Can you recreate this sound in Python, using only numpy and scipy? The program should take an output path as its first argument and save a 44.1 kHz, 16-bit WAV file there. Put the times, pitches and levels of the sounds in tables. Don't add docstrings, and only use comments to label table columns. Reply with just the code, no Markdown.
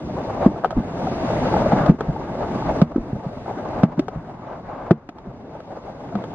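import sys
import numpy as np
from scipy import signal
from scipy.fft import rfft, irfft, next_fast_len
from scipy.io import wavfile

SR = 44100
rng = np.random.default_rng(int(sys.argv[2]) if len(sys.argv) > 2 else 0)


def nominal_scale(level):
    x = np.asarray(level, float) / 20
    return 10 ** x


def digitize_waveform(pressure):
    field = np.atleast_2d(pressure).T
    bounded = np.clip(field, -1, 1)
    quanta = np.round(bounded * 32767).astype(np.int16)
    wavfile.write(sys.argv[1], SR, quanta)


N = 279884

# (frequency [Hz], density [dB per Hz])
ROLL_SPECTRUM = [(15, -39), (25, -8.5), (98, -3.5), (150, -1.5), (278, -3), (318, -2), (415, -7),
                 (543, 0.5), (811, -7), (1120, -18), (1310, -20.5), (1860, -24.5), (6720, -44), (9770, -68),
                 (15000, -85.5)]
# (frequency [Hz], side minus mid [dB])
STEREO_WIDTH = [(30, -20), (70, -16), (150, -18), (320, -27), (600, -11.5), (1100, -9), (2200, 2.5),
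                (4000, 8), (7000, 9), (9500, 21.5), (14000, 1.5)]
LAYER_EDGES_HZ = (100, 420, 1600)
# (frequencies [Hz], layer numbers: 0 wind, 1 rumble, 2 hull, 3 hiss)
LAYER_BLEND = ([70, 130, 330, 500, 1100, 2400], [0, 1, 1, 2, 2, 3])
# (time [s], speed as rolling level [dB], load on the hull [dB])
RIDE = [(0.0, 4.5, -2), (0.3, 2.5, -2), (0.7, -3, 2), (1.1, 1.5, -2.5), (1.5, 3.5, 0), (1.849, -0.5, 5),
        (2.2, -3.5, 2), (2.6, -1, 0.5), (2.998, -3, 1.5), (3.4, -6, -2), (3.8, -6, 5), (4.199, -12, 3),
        (4.6, -15.5, 3.5), (4.88, -17.5, 5), (5.3, -16, 1), (5.8, -14, -1.5), (6.35, -12.5, 1.5)]
# (time [s], gain drop [dB], flight [s], silence in flight [dB])
GAIN_DROPS_AND_LEAPS = [(-0.05, 19, 0.02, 7.5), (0.468, 6.5, 0.13, -6), (1.898, 11.5, 0.084, 22),
                        (2.826, 15, 0.094, -7), (3.838, 8, 0.13, 14), (4.922, 9, 0.23, 9)]
# (middle [s], length [s], level [dB])
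WORN_PATCHES = [(0.19, .08, 5.5), (0.32, 0.15, 5), (0.44, 0.064, 9), (0.68, 0.068, -0.5), (1.03, 0.03, 3),
                (1.25, 0.18, 3), (1.56, 0.044, 1.5), (1.73, 0.025, 5), (2.43, 0.11, 3.5), (2.69, 0.053, 3),
                (3.25, 0.084, 2.5), (3.49, 0.057, 6), (3.66, .05, 1), (3.92, 0.065, 3.5),
                (4.06, 0.088, -6.5), (4.52, 0.13, 3), (4.62, 0.054, -5), (4.76, 0.25, 5), (5.56, 0.062, 3),
                (5.72, 0.037, 5), (5.77, 0.028, 7), (5.88, .09, 4), (6.3, 0.089, -3), (6.17, 0.14, 1.5)]
# (middle [s], length [s], level [dB])
RUMBLE_SWELLS = [(0.2, 0.32, 0), (0.52, 0.048, 0.5), (1.04, 0.078, -0.5), (1.35, 0.25, -2.5), (1.5, 0.063, 0.5),
                 (1.93, 0.058, 13), (3.0, 0.065, 2.5), (3.5, .1, 2.5), (4.4, 0.035, -1), (5.17, 0.053, 5.5),
                 (5.43, 0.16, 4), (5.85, 0.43, -3), (6.15, 0.16, 4.5)]
# (middle [s], length [s], level [dB])
GUSTS = [(0.05, 0.051, 1.5), (0.26, 0.05, -2), (0.4, .1, 0.5), (0.62, 0.08, -5), (1.5, 0.48, 1.5),
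         (2.45, 0.041, 3), (2.7, 0.12, 2.5), (3.0, .07, 5), (3.6, 0.042, -7), (4.55, 0.16, -0.5),
         (5.12, 0.053, 0.5), (5.35, 0.092, 1), (6.0, 0.035, -2)]
# (time [s], level [dB])
SEAT_JOLTS = [(0.477, -24), (0.78, -16.5), (1.9, -21.5), (2.1, -22), (2.81, -34.5), (3.15, -32),
              (3.84, -47.5), (4.18, -37), (4.91, -49), (5.29, -39)]

# (wind [dB], rumble [dB], hull [dB], hiss [dB])
LAYER_DB = [-37.5, -22.5, -24.5, -45]
# (wind [dB/dB], rumble [dB/dB], hull [dB/dB], hiss [dB/dB])
FOLLOW_SPEED = [0.81, 0.99, 0.9, 1.05]
FOLLOW_GAIN = [.4, 0.801, .9, 1.052]
FOLLOW_AIR = [.5, 0.33, 0.62, 0.31]
FOLLOW_LOAD = [0.84, 0.41, 1, -0.22]
FOLLOW_PATCH = [.1, 0.13, 1.58, 0.21]
FOLLOW_GUST = [3, 0.05, 0.017, .05]
FOLLOW_RUMBLE_SWELL = [.2, 1.04, 0.085, 0.041]
# (wind [dB], rumble [dB], hull [dB], hiss [dB])
SHARED_FLICKER_DB = [.5, .7, .7, .35]
OWN_FLICKER_DB = [1.1, .9, 1.8, 1.2]

# (time [s], peak [dB], pitch [Hz], swell time [s])
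JOINTS = [(0.461, 1, 231, 0.0027), (1.8931, 2, 180.7, 0.0036), (2.817, -1.5, 181.5, 0.0039),
          (3.8335, 0, 182.7, 0.0032), (4.908, -2.5, 170.4, 0.004), (6.15, -16.5, 202.4, 0.0077)]
# (time [s], peak [dB], pitch [Hz], swell time [s])
BOUNCES = [(0.765, -15, 271, 0.0058), (0.78, -11.5, 218, 0.004), (0.801, -18, 189, 0.004),
           (1.112, -29, 213, 0.0029), (1.241, -16.5, 236, 0.0039), (1.557, -19, 167, 0.0053),
           (1.728, -5.5, 199, 0.004), (2.083, -13.5, 149.4, 0.0068), (2.959, -9, 286, 0.0024),
           (2.98, -11.5, 260, 0.0016), (3.13, -10.5, 153, 0.0017), (3.262, -18.5, 158, 0.0031),
           (3.978, -14, 180, 0.0036), (3.992, -8.5, 293, 0.0029), (4.157, -17.5, 127, 0.0025),
           (5.267, -28, 197, 0.0054), (5.287, -28.5, 108, 0.0033)]
# (time [s], peak [dB], pitch [Hz], swell time [s])
FRAME_KNOCKS = [(0.464, -8, 335, 0.0056), (4.082, -20.5, 415, 0.0037), (4.91, -0.5, 356, 0.0039),
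                (5.089, -22, 294, 0.0019)]
# (frequency [Hz], level [dB], t60 [s])
HULL_MODES = [(580, -1.5, 0.036), (847, -5.5, 0.036), (1304, 1, 0.023), (1474, 3, 0.013)]
# (time [s], peak [dB], pitch [Hz], treble crack [dB], left minus right [dB])
SLAPS = [(0.637, -15.5, 632, -55, 4), (0.645, -3, 746, -36.5, 4.5), (0.656, -13, 458, -44, -2),
         (0.706, -17, 743, -42, -5), (0.714, -31.5, 915, -47, -1), (1.455, -13, 644, -44, 4),
         (1.72, -11, 804, -45, 3), (1.861, -18, 586, -37.5, 8), (2.007, -10, 435, -40, 1.5),
         (2.815, -10, 642, -33.5, -4.5), (2.961, -21, 460, -49.5, -6.5), (3.833, -9.5, 643, -35.5, -5),
         (3.993, -17.5, 610, -34, 6.5), (4.082, -17.5, 750, -43, 7), (4.908, -6, 665, -36, 4.5),
         (5.09, -25.5, 703, -48, 1), (5.184, -35, 890, -54, -5), (5.603, -28, 520, -53.5, 3),
         (6.153, -17.5, 707, -45.5, 5), (6.239, -23, 487, -47, 0)]
# (time [s], peak [dB], pitch [Hz])
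CHATTER = [(0.558, -22, 676), (0.725, -17.5, 635), (1.015, -20, 700), (1.068, -11.5, 753),
           (1.298, -15, 550), (1.537, -11.5, 840), (1.563, -7.5, 795), (1.617, -12.5, 610),
           (1.658, -13, 578), (2.085, -21, 670), (2.16, -19.5, 845), (2.35, -20, 540), (2.62, -17, 887),
           (2.691, -17.5, 810), (2.944, -26, 690), (3.244, -29, 650), (3.457, -21, 680),
           (3.494, -25.5, 860), (3.509, -24, 774), (3.729, -21.5, 880), (3.919, -37, 880),
           (5.549, -27, 567), (5.704, -32, 760), (5.769, -23.5, 538), (6.122, -22, 667)]
# (time [s], peak [dB], pitch [Hz])
GRIT_TICKS = [(1.864, -41.5, 3850), (2.007, -42.5, 2600), (2.609, -53, 5750), (2.817, -39.5, 3750),
              (3.688, -46.5, 4500), (3.993, -45, 5300), (4.044, -62, 5600), (5.089, -42, 1800),
              (5.184, -51, 1950), (6.237, -51.5, 2550)]


def rms(x):
    return np.sqrt(np.mean(x ** 2) + 1e-20)


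def at_hz(points, hz):
    curve_hz, curve_db = np.transpose(points)
    return np.interp(np.log(hz), np.log(curve_hz), curve_db)


def bandpass(order, edges_hz, x):
    return signal.sosfilt(signal.butter(order, edges_hz, "band", fs=SR, output="sos"), x)


def drift(rate_hz):
    pole = np.exp(-40 * np.pi * rate_hz / SR)
    coarse = rng.standard_normal(N // 20 + 2002)
    slow = signal.lfilter([1], [1, -2 * pole, pole * pole], coarse)[2000:]
    return np.interp(np.arange(N) / 20, np.arange(len(slow)), slow / rms(slow))


def add(out, time_s, sound):
    start = round(time_s * SR)
    out[:, start:start + sound.shape[1]] += sound[:, :N - start]


def rolling(levels_db, tilt_db, grit_per_s, grit_db, jolt_share, lean):
    struck = rng.random(N) < grit_per_s / SR
    jolts = struck * nominal_scale(grit_db * np.minimum(rng.exponential(1, N), 2.2))
    ringing = signal.lfilter([1], [1, -0.996], jolts)
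    shake = signal.lfilter([0.02], [1, -0.98], ringing)
    white = rng.standard_normal((2, 2, N))
    lumps = 0.9 * drift(12) + 1.4 * drift(22)
    edges = 25 * 2 ** np.arange(0, 9.4, 0.4)
    centres = np.sqrt(edges[1:] * edges[:-1])
    power = nominal_scale(2 * at_hz(ROLL_SPECTRUM, centres)) * np.diff(edges) * 2 / SR
    layer_db = 10 * np.log10(np.bincount(np.searchsorted(LAYER_EDGES_HZ, centres), power))
    out = np.zeros((2, N))
    for k, hz in enumerate(centres):
        place = np.interp(np.log(hz), np.log(LAYER_BLEND[0]), LAYER_BLEND[1])
        weights = np.clip(1 - abs(place - np.arange(4)), 0, 1)
        shaking = 1 + abs(weights @ jolt_share) * shake
        band = bandpass(2, edges[k:k + 2], white[k % 2] * shaking / rms(shaking))
        flicker_db = weights @ SHARED_FLICKER_DB * lumps + weights @ OWN_FLICKER_DB * drift(15)
        flicker_db += weights[2] * tilt_db * np.log2(hz / 700)
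        mid_side_db = at_hz(ROLL_SPECTRUM, hz) + [[0], [at_hz(STEREO_WIDTH, hz)]]
        band *= nominal_scale(weights @ levels_db - weights @ layer_db + flicker_db) * nominal_scale(mid_side_db)
        band[1] += lean * weights[2] * band[0]
        out += band
    mid, side = out
    return np.array([mid + side, mid - side])


def swells(rows):
    t = np.arange(N) / SR
    return sum(db * np.exp(-(2 * (t - middle) / length) ** 2) for middle, length, db in rows)


def layer_levels():
    fall_s, recover_s, land_s, jolt_s = 0.03, 0.68, 0.0074, 0.017
    t = np.arange(N) / SR
    ride_s, speed_db, load_db = np.transpose(RIDE)
    speed, load = np.interp(t, ride_s, speed_db), np.interp(t, ride_s, load_db)
    gain, air = 0, 0
    for start, drop_db, flight_s, silence_db in GAIN_DROPS_AND_LEAPS:
        fall = np.clip((t - start) / fall_s, 0, 1)
        gain = gain - drop_db * fall * np.exp(-np.maximum(t - start, 0) / recover_s)
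        lift = np.clip((t - start) / flight_s, 0, 1)
        landing = np.clip((start + flight_s - t) / land_s + 1, 0, 1)
        air = air - silence_db * lift * landing
    shares = np.transpose([FOLLOW_SPEED, FOLLOW_GAIN, FOLLOW_AIR, FOLLOW_LOAD,
                           FOLLOW_PATCH, FOLLOW_GUST, FOLLOW_RUMBLE_SWELL])
    controls = np.array([speed, gain, air, load, swells(WORN_PATCHES), swells(GUSTS), swells(RUMBLE_SWELLS)])
    levels_db = np.array(LAYER_DB)[:, None] + shares @ controls
    jolts = sum(nominal_scale(db) * np.exp(-((t - s) / jolt_s) ** 2) for s, db in SEAT_JOLTS)
    levels_db[0] = 10 * np.log10(nominal_scale(2 * levels_db[0]) + jolts ** 2)
    tilt_db = 4 + 0.8 * load - 0.022 * speed
    return levels_db, tilt_db


def thumps(table, gain_db, after_s, upper_ratio, cut_hz):
    out, t = np.zeros((2, N)), np.arange(round(0.12 * SR)) / SR
    phases = rng.uniform(0, 2 * np.pi, (len(table), 2))
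    for (s, db, hz, swell_s, upper_db, after_db), phase in zip(table, phases):
        blow = (t / swell_s * np.exp(1 - t / swell_s)) ** 1.31
        shudder = nominal_scale(after_db) * (1 - np.exp(-(t / 0.012) ** 2)) * np.exp(-t / after_s)
        sound = blow * np.sin(2 * np.pi * hz * t)
        sound += nominal_scale(upper_db) * blow * np.sin(2 * np.pi * upper_ratio * hz * t + phase[0])
        low_shudder = np.sin(2 * np.pi * 0.85 * hz * t + phase[1])
        high_shudder = np.sin(2 * np.pi * 1.3 * hz * t + phase[0])
        sound += shudder * (low_shudder + high_shudder)
        add(out, s + 0.0005, nominal_scale(db + gain_db) * np.array([sound, sound]))
    return signal.sosfilt(signal.butter(2, cut_hz, "high", fs=SR, output="sos"), out + 1e-18)


def joints_and_bounces():
    rows = [(*row, -15.5, -16) for row in JOINTS]
    for row in BOUNCES:
        loss_db = 10 * np.log2(row[2] / 150)
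        rows.append((*row, -13 - loss_db, -8 - loss_db))
    return thumps(rows, gain_db=3.0, after_s=0.022, upper_ratio=1.836, cut_hz=110)


def frame_knocks():
    rows = [(*row, -23.5, -18.5) for row in FRAME_KNOCKS]
    return thumps(rows, gain_db=-3.3, after_s=0.016, upper_ratio=0.99, cut_hz=98)


def rattles(table, hull_db, gain_db, crack_db, crack_s, own_t60, side_db, onset_s):
    out, t = np.zeros((2, N)), np.arange(round(0.06 * SR)) / SR
    fading = (1 - np.exp(-t / 0.0008)) * np.exp(-t / crack_s)
    fading += 0.1 * np.exp(-t / 0.012)
    for s, db, hz, crack, pan_db in table:
        spread_db = rng.normal(0, 0.32, len(HULL_MODES))
        crack_gain = nominal_scale(crack + crack_db)
        noise = crack_gain * fading * rng.standard_normal((2, len(t)))
        note = np.sin(2 * np.pi * hz * t) * nominal_scale(-60 * t / own_t60)
        for (mode_hz, mode_db, t60), extra_db in zip(HULL_MODES, spread_db):
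            decay = nominal_scale(mode_db + hull_db + extra_db - 60 * t / t60)
            note += decay * np.sin(2 * np.pi * mode_hz * t)
        note *= nominal_scale(db + gain_db) * (1 - np.exp(-(t / onset_s) ** 2))
        mid = bandpass(3, [1200, 3300], noise[0])
        side = bandpass(2, [1200, 5000], noise[1])
        mid *= 0.24 * crack_gain * rms(fading) / rms(mid)
        mid += nominal_scale(-18.5) * side
        lean_db = np.clip(pan_db, -6, 6) / 2
        panned = note * nominal_scale([[lean_db], [-lean_db]])
        add(out, s, panned + mid + nominal_scale(side_db) * side * np.array([[1], [-1]]))
    return out


def slaps():
    return rattles(SLAPS, hull_db=-6.5, gain_db=2.5, crack_db=16.5, crack_s=0.0038, own_t60=0.031,
                   side_db=-4.5, onset_s=0.0015)


def chatter():
    pans_db = 2.5 - 0.5 * rng.standard_normal(len(CHATTER))
    rows = [(s, db, hz, db - 38.5, pan_db) for (s, db, hz), pan_db in zip(CHATTER, pans_db)]
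    return rattles(rows, hull_db=-11.0, gain_db=6.0, crack_db=11.0, crack_s=0.0035, own_t60=0.035,
                   side_db=-0.2, onset_s=0.0033)


def grit_ticks(side_db):
    out, t = np.zeros((2, N)), np.arange(round(0.03 * SR)) / SR
    for s, db, hz in GRIT_TICKS:
        noise = bandpass(2, [hz / 1.25, hz * 1.25], rng.standard_normal(2 * len(t)))
        noise = noise[len(t):]
        fading = nominal_scale(-60 * t * hz / 35) * (1 - np.exp(-t / 0.00058))
        burst = nominal_scale(db) * fading * noise * rms(fading) / rms(fading * noise)
        add(out, s, burst * (1 + nominal_scale(side_db) * np.array([[1], [-1]])))
    return out


def scene():
    levels_db, tilt_db = layer_levels()
    roll = rolling(levels_db, tilt_db, grit_per_s=53, grit_db=-1.5,
                   jolt_share=[0.1, 0.15, 0.47, 0.13], lean=0.1)
    low = joints_and_bounces() + frame_knocks()
    return roll + low + grit_ticks(side_db=7.0) + slaps() + chatter()


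def top_cut(x):
    return signal.sosfilt(signal.butter(12, 15710, fs=SR, output="sos"), x)


def record(dry):
    self_noise = nominal_scale(-97.5) * rng.standard_normal((2, N))
    left, right = np.clip(dry, -1, 1) + self_noise
    size = next_fast_len(N)
    spectrum, hz = rfft((left + right) / 2, size), np.fft.rfftfreq(size, 1 / SR)
    mid = irfft(spectrum * (hz < 6300), size)[:N]
    together = drift(5.0)
    shares = np.interp(np.arange(16), [0, 2, 4, 7, 11, 15], [1.6, -0.1, -0.7, 0.4, -0.5, -1.1])
    for low_hz, share in zip(np.arange(6300, 15500, 600), shares):
        patch = np.clip(5 * (share + 0.9 * drift(10.0) + 0.35 * together), 0, 1)
        in_band = (hz >= low_hz) * (hz < low_hz + 600)
        mid += patch * irfft(spectrum * in_band, size)[:N]
    side = signal.sosfilt(signal.butter(3, 11500, fs=SR, output="sos"), (left - right) / 2)
    return top_cut(np.array([mid + side, mid - side]))


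dry = scene()
out = record(dry)
digitize_waveform(out)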